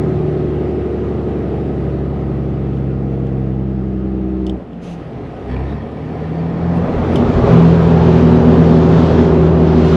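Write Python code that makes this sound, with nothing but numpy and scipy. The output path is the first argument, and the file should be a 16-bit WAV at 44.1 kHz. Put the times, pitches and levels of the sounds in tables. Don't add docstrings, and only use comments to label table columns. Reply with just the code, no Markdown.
import sys
import numpy as np
from scipy import signal
from scipy.fft import rfft, irfft
from scipy.io import wavfile
from scipy.ndimage import uniform_filter1d

SR = 44100
rng = np.random.default_rng(int(sys.argv[2]) if len(sys.argv) > 2 else 0)


def pcm_store(signal):
    levels = np.round(np.clip(np.atleast_2d(signal), -1, 1) * 32767)
    wavfile.write(sys.argv[1], SR, levels.astype(np.int16).T)


def invert_db(x):
    u = np.asarray(x, float) / 20
    return 10 ** u


N = 439236
TIME = np.arange(N) / SR
COARSE = np.arange(0, N / SR + .02, .01)

# (time [s], firing rate [Hz])
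SPEED = [(0.0, 75.0), (1.0, 72.2), (4.0, 64.6), (4.5, 63.5), (5.3, 62.4), (5.5, 64.0), (5.62, 66.0),
         (5.75, 70.6), (5.9, 74.3), (6.2, 78.8), (6.5, 83.6), (6.7, 85.4), (6.85, 84.5), (7.0, 83.7),
         (7.6, 83.5), (8.0, 82.7), (8.75, 82.0), (9.96, 80.0)]
# (time [s], level [dB])
THROTTLE = [(4.5, -40), (4.7, -18), (5.43, -15), (5.52, -1), (5.6, 0), (5.74, -2), (5.88, -11), (6.0, -7),
            (6.78, 0), (6.86, -14), (6.93, -20)]
# (time [s], level [dB])
FADER = [(6.45, -40), (6.65, -19), (6.9, -9), (7.1, -5), (7.4, -2), (7.6, 0), (9.96, 0)]


def evened(x):
    return x / np.sqrt(np.mean(x ** 2) + 1e-20)


def read(points, hz):
    f, value = np.transpose(points)
    return np.interp(np.log(hz + 1), np.log(f + 1), value, right=-200)


def curves(rows, t, quiet=None):
    s, *columns = np.transpose(rows)
    return [np.interp(t, s, c, quiet, quiet) for c in columns]


def drift(t, fastest_hz):
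    f = np.geomspace(fastest_hz / 20, fastest_hz, 12)[:, None]
    turns = f * t + rng.random((12, 1))
    return evened((np.sin(2 * np.pi * turns) / f ** 0.58).sum(0))


def swells(rows, t):
    return [np.exp(-((t - s) / half) ** 2) for s, half, _ in rows]


def swell_level(rows, t):
    return sum(invert_db(row[2]) * bell for row, bell in zip(rows, swells(rows, t)))


def shaped(table, hz):
    return sum(db / (1 + (2 * (hz - f) / width) ** 2) for f, width, db in table)


def resonate(x, hz, width):
    b, a = signal.iirpeak(hz, hz / width, SR)
    return signal.lfilter(b, a, signal.lfilter(b, a, x))


def lowpass(x, order, hz):
    return signal.sosfilt(signal.butter(order, hz, fs=SR, output="sos"), x)


def noise_bursts(rows):
    out = np.zeros(N)
    for s, length, hz, width, db in rows:
        burst = evened(resonate(rng.standard_normal(round(length * SR)), hz, width))
        out[round(s * SR):][:len(burst)] += invert_db(db) * burst * signal.windows.tukey(len(burst), .6)
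    return out


def crank():
    return np.cumsum(curves(SPEED, TIME)[0]) / SR


def braking(t):
    off_s, close_s = 4.53, .13
    return np.cos(np.pi / 2 * np.clip((t - off_s) / close_s, 0, 1)) ** 4


def pedal_effort():
    return invert_db(curves(THROTTLE, COARSE, -120)[0])


def outside_db(t):
    return np.where(t < FADER[0][0], -120, curves(FADER, t)[0])


def booms():
    # (firing multiple [1], braking [dB], throttle [dB], outside [dB], bridge gain [dB])
    partials = [(1, -25.3, -28.5, -19.5, 0.5), (1.5, -90, -31, -24, 4.5), (2, -28, -29, -21.5, 11.8),
                (3, -31.5, -38, -27.5, 0.5), (4, -43, -50, -33, 0.1), (4.5, -90, -45, -33, 1.5),
                (5, -35, -60, -70, 0.1), (6, -38, -60, -70, 0.1)]
    bridge_sags = [0.6, -2.5, -2.2, 0.8, 0.1, 3.5, 0.1, 0.1]
    eases = [-0.5, -12, 0.5, 0.5, 9, -8, 0.1, 0.1]
    wobbles = [0.8, 1.5, 1.0, 4.0, 2.0, 1.5, 0.7, 0.7]
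    # (frequency [Hz], width [Hz], level [dB])
    hollow = [(75, 4, -2.5), (127.5, 4, -8), (133.5, 12, 8), (144.7, 3, -11), (148.5, 5, 8.5),
              (194, 14, 9.5), (221.5, 3, -10), (319, 9, 12.5), (339, 20, -10), (368, 30, 12), (383, 8, 4),
              (398, 12, -10), (432, 22, 7)]
    # (frequency [Hz], width [Hz], level [dB])
    pipe = [(65.5, 12, 6.5), (170, 32, 12), (250, 40, 7)]
    # (time [s], half length [s], share lost [1])
    deck_gap = (9.2, .14, .65)
    # (time [s], half length [s], share gained [1])
    deck_edge = (7.63, .13, .27)
    bridge_s, bridge_rise_s = 7.46, .08
    ease_s, ease_length_s = 9.1, .5
    high_close = .5
    inside_wobble_db = 0.55

    cycle_hz, cycles = curves(SPEED, COARSE)[0] / 6, crank() / 6
    brake, pedal, fader_db = braking(COARSE), pedal_effort(), outside_db(COARSE)
    under = COARSE - bridge_s
    bridge = np.clip(under / bridge_rise_s, 0, 1) - deck_gap[2] * swells([deck_gap], COARSE)[0]
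    bridge = bridge + deck_edge[2] * swells([deck_edge], COARSE)[0]
    easing = np.clip((COARSE - ease_s) / ease_length_s, 0, 1)
    second_lag = -.46 / (1 + np.exp((12 * cycle_hz - 143) / 1.5))
    third_lag = .7 - .8 / (1 + np.exp((18 * cycle_hz - 207) / 8))
    lags = 0, 0, second_lag, third_lag, .3, .6, 0, .4
    out = np.zeros(N)
    for partial, sag_db, ease_db, wander_db, lag in zip(partials, bridge_sags, eases, wobbles, lags):
        multiple, brake_db, pedal_db, open_db, bridge_db = partial
        k = round(2 * multiple) * 3
        braked = invert_db(brake_db + shaped(hollow, k * cycle_hz)) * brake ** (1 + high_close * (multiple - 1))
        pulled = invert_db(pedal_db + shaped(pipe, k * cycle_hz)) * pedal
        inside = (braked + pulled) * invert_db(inside_wobble_db * drift(COARSE, 9.0))
        echo_db = bridge_db * bridge + sag_db * np.maximum(under, 0) + ease_db * easing
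        level = inside + invert_db(open_db + fader_db + echo_db + wander_db * drift(COARSE, 6.0))
        turns = k * cycles + np.interp(TIME, COARSE, lag + 0 * COARSE)
        out += np.interp(TIME, COARSE, level) * np.cos(2 * np.pi * turns)
    return np.sqrt(2) * out


def cycle_lines():
    # (cycle multiple [1], level [dB])
    braking_lines = [(7, -47), (8, -39), (9, -39.5), (10, -43.5), (14, -42), (15, -38), (16, -41.5),
                     (17, -44), (19, -41.5), (20, -38.5), (21, -48.5), (22, -47), (23, -36), (25, -44),
                     (26, -40.5), (27, -39.5), (28, -40.5), (29, -39), (31, -43), (33, -43), (34, -46.5),
                     (39, -45), (42, -44), (45, -48.5), (48, -46.5), (51, -49), (54, -51.5), (57, -50.5)]
    # (cycle multiple [1], level [dB])
    pulling_lines = [(4, -37), (5, -32), (7, -35), (8, -30.5), (10, -32.5), (11, -36), (13, -27), (14, -31),
                     (15, -32.5), (16, -35), (20, -32), (21, -38.5), (23, -31.5), (26, -37), (28, -26.5),
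                     (29, -34), (30, -25), (31, -30.5), (32, -33), (33, -31.5), (34, -33.5), (36, -34.5),
                     (39, -37)]
    # (frequency [Hz], width [Hz], level [dB])
    cab_modes = [(115, 18, 10), (153, 11, -12), (175, 16, 7.5), (282, 23, -4), (318.4, 13, 7),
                 (337, 8.2, -8), (375.8, 54, 9.5), (423, 54, 3.5), (467.7, 22, 10), (514, 29, -13),
                 (550, 20, 2)]
    cycle_hz, cycles = curves(SPEED, COARSE)[0] / 6, crank() / 6
    braked = braking(COARSE) * invert_db(3.3 - 1.4 * COARSE)
    pulled = invert_db(-20) * pedal_effort() + invert_db(1.8 * outside_db(COARSE))
    out = np.zeros(N)
    for lines, effort, cab, wander_db in (braking_lines, braked, 1, 1.8), (pulling_lines, pulled, 0, 2.5):
        live = np.interp(TIME, COARSE, effort) > .003
        for multiple, db in lines:
            k = round(multiple)
            level_db = db + cab * shaped(cab_modes, k * cycle_hz) + wander_db * drift(COARSE, 5.0)
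            level = np.interp(TIME[live], COARSE, effort * invert_db(level_db))
            out[live] += level * np.cos(2 * np.pi * (k * cycles[live] + rng.random()))
    return np.sqrt(2) * out


def knock():
    # (frequency [Hz], width [Hz], level [dB])
    head = [(646, 200, -0.5), (1250, 180, -10.5)]
    # (frequency [Hz], width [Hz], level [dB])
    block = [(985, 170, 3), (1810, 250, -1), (2280, 110, -6.5), (3300, 300, -13.5), (4440, 250, -18),
             (5350, 250, -22.5)]
    sharp, uneven_db = 1.4, 3.0
    firings = crank()
    cylinder_db = uneven_db * rng.standard_normal(6)[firings.astype(int) % 6]
    bursts = invert_db(cylinder_db) * np.exp(-sharp * ((firings + .5) % 1)) * rng.standard_normal(N)
    pedal_db = curves(THROTTLE, TIME)[0]
    pressed = np.clip((TIME - THROTTLE[2][0]) / .08, 0, 1) * np.clip((THROTTLE[-1][0] - TIME) / .2, 0, 1)
    bite_db = 4.5 * swells([(THROTTLE[3][0], .05, 0)], TIME)[0]
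    clatter = braking(TIME) * invert_db(-40 - 1.5 * TIME)
    pulling = pressed * invert_db(-42.5 + .4 * pedal_db + bite_db)
    out = 0
    for modes, level in (head, clatter), (block, pulling):
        ring = sum(invert_db(db) * evened(resonate(bursts, hz, width)) for hz, width, db in modes)
        out = out + level * evened(ring)
    return lowpass(out, 6, 9000)


def road():
    # (frequency [Hz], density [dB/Hz])
    inside = [(26, -69), (60, -65), (110, -54.5), (210, -56), (270, -53.5), (350, -58.5), (440, -56),
              (520, -62.5), (990, -75), (1600, -81), (2900, -90), (7700, -113), (11000, -121),
              (16000, -130)]
    # (frequency [Hz], density [dB/Hz])
    exterior = [(26, -58.5), (60, -51), (85, -46), (160, -42.5), (400, -47.5), (620, -50.5), (1240, -60.5),
                (2100, -71.5), (3500, -76), (5900, -88), (7500, -95), (8400, -105), (12700, -113),
                (15500, -122)]
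    # (frequency [Hz], width [Hz], level [dB])
    panels = [(567, 24, 3.5), (702, 30, 6.5), (784, 90, 7), (1075, 49, 3), (1250, 59, 7.5), (1930, 230, 3),
              (2650, 170, 1.5), (5900, 270, 1), (9300, 500, 5)]
    # (time [s], level [dB])
    roar = [(0.0, -30.5), (0.7, -32.5), (1.3, -32), (2.7, -35.5), (3.9, -38.5), (4.47, -37.5), (4.7, -41.3),
            (4.85, -37.5), (5.44, -34), (5.72, -31), (5.8, -35.5), (6.5, -29.8), (6.96, -22.5),
            (7.42, -19.5), (7.5, -17), (7.6, -20.5), (9.13, -19.8), (9.4, -22)]
    # (start [s], end [s])
    fade = (6.15, 7.5)
    # (time [s], half length [s], level [dB])
    gusts = [(5.0, .1, 2.5), (5.5, .05, 2), (6.85, .45, -3), (7.44, .06, -3), (7.56, .04, 1.5),
             (7.68, .07, 2.5), (8.0, .04, -2), (8.17, .05, 2.5), (9.15, .15, 2), (9.55, .1, -4),
             (9.7, .04, 2), (9.92, .17, 5)]
    # (time [s], frequency [Hz])
    edge = [(0, 12700), (6.55, 12700), (6.7, 14000), (7.6, 13600), (8.3, 13700), (9.96, 15500)]
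    # (time [s], side against mid [dB])
    spread = [(6.45, -61), (6.55, -23), (7.2, -37), (7.75, -37), (8.3, -26), (8.7, -40), (8.95, -21),
              (9.5, -7.5), (9.96, -5.5)]
    # (frequency [Hz], level [dB])
    side_colour = [(100, -13.5), (400, -16), (1200, -14.5), (4000, 0.5), (8000, 0.5), (9500, -14.5)]
    patchy_db, gust_db, outside_gust_db, top_side_db = 1.0, 0.28, 0.5, -1.5
    hiss_offset_db, rumble_in_db, rumble_out_db = -17, -0.7, -2.7
    ragged_hz, top_hz = 1000, 15700

    frames, hz = N // 512 + 5, np.fft.rfftfreq(2048, 1 / SR)[:, None]
    t = np.arange(frames) * 512 / SR
    a, b, c, d, patches = rng.standard_normal((frames, 1025, 5)).T
    outside = np.clip((t - fade[0]) / (fade[1] - fade[0]), 0, 1)
    colour_db = (1 - outside) * (read(inside, hz) + shaped(panels, hz)) + outside * read(exterior, hz)
    roar_db = curves(roar, t)[0]
    hiss_db = roar_db + hiss_offset_db + sum(row[2] * bell for row, bell in zip(gusts, swells(gusts, t)))
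    rumble_db = rumble_in_db + outside * (rumble_out_db - rumble_in_db) + 0.8 * drift(t, 5.0)

    def missing_db(lo, hi, db):
        band = (hz[:, 0] > lo) & (hz[:, 0] < hi)
        return db - 10 * np.log10((invert_db(colour_db[band]) ** 2).sum(0) * SR / 2048)

    roar_db = missing_db(600, 1500, roar_db)
    hiss_db = missing_db(2500, 8000, hiss_db)
    hiss_db = hiss_db + (gust_db + outside * outside_gust_db) * drift(t, 22.0)
    high = np.clip(np.log2(hz / 1200 + 1e-9) / 1.4, 0, 1)
    low = np.clip(np.log2(600 / (hz + 1e-9)) / 0.98, 0, 1)
    patches = evened(uniform_filter1d(uniform_filter1d(patches, size=24, axis=0), size=7, axis=1))
    level_db = colour_db + (1 - high) * roar_db + high * hiss_db + low * rumble_db
    jumps = np.repeat(rng.random(frames // 3 + 1), 3)[:frames] ** 4 * (t > FADER[0][0])
    passed = hz < np.minimum(curves(edge, t)[0] + 2 * ragged_hz * jumps, top_hz)
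    mid = passed * invert_db(level_db + patchy_db * patches) * np.sqrt(SR / 2048 * .375 * 2)
    side = mid * (invert_db(curves(spread, t)[0] + read(side_colour, hz)) + invert_db(top_side_db) * (hz > 11200))
    z = np.array([mid * (a + 1j * b), side * (c + 1j * d)])
    return signal.istft(z, nperseg=2048, noverlap=1536)[1][:, :N]


def switches():
    # (time [s], peak [dB], brightness [dB/octave], t60 [s], pitch factor [1])
    clicks = [(2.7704, -40, 1, 0.06, 1.01), (3.268, -43.5, 1, 0.06, 1.01), (4.4655, -27.5, 0.5, 0.11, 1.0),
              (4.4953, -23.5, 0.5, 0.09, 1.05), (4.7311, -42, -3, 0.06, 1.01), (5.1317, -47, 0, 0.06, 1.01),
              (5.3644, -44.5, 2, 0.052, 1.01), (5.5638, -30.5, -4, 0.06, .8), (5.9199, -45, 0, 0.06, 1.01),
              (7.1571, -19, 2.5, 0.16, 1.0)]
    # (frequency [Hz], width [Hz], level [dB])
    plastic = [(2990, 400, 8), (3500, 450, -2), (4500, 500, -9), (5180, 490, -9.5), (6140, 510, -11),
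               (7400, 820, -14), (9600, 900, -21.5), (11500, 1200, -27)]
    out, t = np.zeros(N), np.arange(4000) / SR
    for s, peak_db, bright_db, t60, pitch in clicks:
        decay = invert_db(-60 * t / 0.024) + 0.33 * invert_db(-60 * t / t60)
        rattle = rng.standard_normal(len(t)) * decay * np.minimum(t / 0.00071, 1)
        rattle[30] += 11.0
        ring = 0
        for k, (hz, width, db) in enumerate(plastic):
            level = (-1) ** k * invert_db(db + bright_db * np.log2(hz / 3000))
            ring = ring + level * resonate(rattle, hz * pitch, width)
        out[round(s * SR):][:len(t)] += invert_db(peak_db) * ring / abs(ring).max()
    return lowpass(out, 8, 13000)


def trim():
    # (time [s], length [s], frequency [Hz], width [Hz], level [dB])
    squeaks = [(6.745, .018, 9300, 600, -64), (6.767, .022, 9200, 600, -61), (7.132, .014, 9200, 2200, -58),
               (4.6, .25, 235, 80, -36), (4.53, .13, 540, 200, -38), (5.44, .14, 250, 80, -30),
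               (5.68, .36, 230, 36, -32), (5.65, .11, 3750, 450, -54), (5.8, .045, 3250, 400, -55),
               (5.5, .05, 1800, 500, -47), (5.51, .04, 3100, 700, -54), (6.33, .1, 4550, 400, -60),
               (9.82, .135, 9500, 4000, -63)]
    return lowpass(noise_bursts(squeaks), 10, 13500)


def air_valves():
    # (time [s], length [s], frequency [Hz], width [Hz], level [dB])
    chuff = (4.545, .11, 230, 200, -31)
    # (start [s], attack [s], hold [s], release [s], level [dB])
    puff = (4.81, .025, .1, .05, -48)
    # (frequency [Hz], level [dB])
    nozzle = [(1500, -11), (2600, 4), (4500, -5), (5700, -9), (6150, -2.5), (6600, -7.5), (8600, -20),
              (9300, -11), (10000, -19), (11500, -23), (13500, -43)]
    hiss = irfft(rfft(rng.standard_normal(N)) * invert_db(read(nozzle, np.fft.rfftfreq(N, 1 / SR))), N)
    start, attack, hold, release, db = puff
    fall_db = 20 * np.maximum(TIME - start - attack - hold, 0) / release
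    level = invert_db(db - fall_db) * np.clip((TIME - start) / attack, 0, 1)
    return lowpass(level * evened(hiss) + noise_bursts([chuff]), 10, 13500)


def thuds():
    # (time [s], half length [s], frequency [Hz], level [dB])
    jolts = [(4.575, .02, 262, -30), (4.58, .025, 128, -32), (4.575, .02, 410, -35), (4.74, .015, 150, -33),
             (5.52, .02, 250, -32), (6.99, .025, 112, -23), (7.01, .02, 215, -24), (7.444, .022, 120, -14),
             (7.539, .035, 122, -12), (7.44, .015, 450, -19), (7.44, .012, 1150, -25),
             (7.475, .012, 850, -24), (7.495, .012, 620, -22), (7.54, .012, 1020, -23)]
    out = np.zeros(N)
    for s, half, hz, db in jolts:
        near = slice(round((s - 3 * half) * SR), round((s + 3 * half) * SR))
        t = TIME[near] - s
        out[near] += invert_db(db) * np.exp(-(t / half) ** 2) * np.cos(2 * np.pi * hz * t)
    return np.sqrt(2) * out


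def driveline():
    # (time [s], half length [s], level [dB])
    moan = [
        (4.76, .05, -36),
        (4.92, .14, -28.5),
    ]
    hz = 176 - 125 * np.clip(TIME - 4.72, 0, 1) ** 2
    return np.sqrt(2) * swell_level(moan, TIME) * np.sin(2 * np.pi * np.cumsum(hz) / SR)


def tyres():
    # (frequency [Hz], width [Hz], level [dB])
    modes = [(251.3, 16, -2), (155.4, 8.8, -9), (237.4, 14, -6)]
    # (time [s], half length [s], level [dB])
    bumps = [(6.788, .04, -33), (6.968, .03, -26), (7.024, .05, -25), (7.262, .04, -25), (7.385, .05, -22),
             (7.49, .06, -19.5), (7.65, .12, -35)]
    hum = sum(invert_db(db) * evened(resonate(rng.standard_normal(N), hz, width)) for hz, width, db in modes)
    lumps = evened(resonate(rng.standard_normal(N), 56, 42))
    mid_bridge_db = 5.3 * swells([(8.6, .42, 0)], TIME)[0]
    hum_db = -21.5 + outside_db(TIME) + mid_bridge_db
    return invert_db(hum_db) * evened(hum) + swell_level(bumps, TIME) * lumps


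def tread():
    # (frequency [Hz], pitch wander [Hz], level wander [dB])
    tones = [(238, 3.0, 3.0), (371, 2.6, 2.2)]
    # (time [s], level [dB])
    loudness = [
        [(6.6, -36), (7.0, -24), (7.4, -19), (7.55, -20), (7.95, -27), (8.25, -17), (8.5, -17), (8.75, -25),
         (8.9, -19), (9.05, -28), (9.4, -19), (9.55, -30), (9.8, -27), (9.96, -17)],
        [(6.6, -40), (7.25, -36), (7.4, -25), (7.75, -28), (8.1, -22), (8.4, -20), (8.85, -18.5), (9.1, -22),
         (9.3, -18.5), (9.65, -22), (9.8, -20), (9.96, -21.5)],
    ]
    out = np.zeros(N)
    for (hz, wander_hz, wander_db), loud in zip(tones, loudness):
        turns = np.cumsum(np.interp(TIME, COARSE, hz + wander_hz * drift(COARSE, 8.0))) / SR
        level = invert_db(curves(loud, COARSE, -120)[0] + wander_db * drift(COARSE, 12.0))
        out += np.interp(TIME, COARSE, level) * np.cos(2 * np.pi * turns)
    return np.sqrt(2) * out


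def scene():
    rush, side = road()
    mid = booms() + cycle_lines() + knock() + rush + switches() + trim() + air_valves()
    mid = mid + thuds() + driveline() + tyres() + tread()
    return np.array([mid + side, mid - side])


def low_pass(x):
    return signal.sosfilt(signal.butter(12, 19890, fs=SR, output="sos"), x)


def record(dry):
    knee = .95
    ending = np.minimum(np.arange(N)[::-1] / 60, 1)
    over = np.maximum(abs(dry) - knee, 0)
    limited = dry - np.sign(dry) * (over - (1 - knee) * np.tanh(over / (1 - knee)))
    return low_pass(limited * ending)


dry = scene()
out = record(dry)
pcm_store(out)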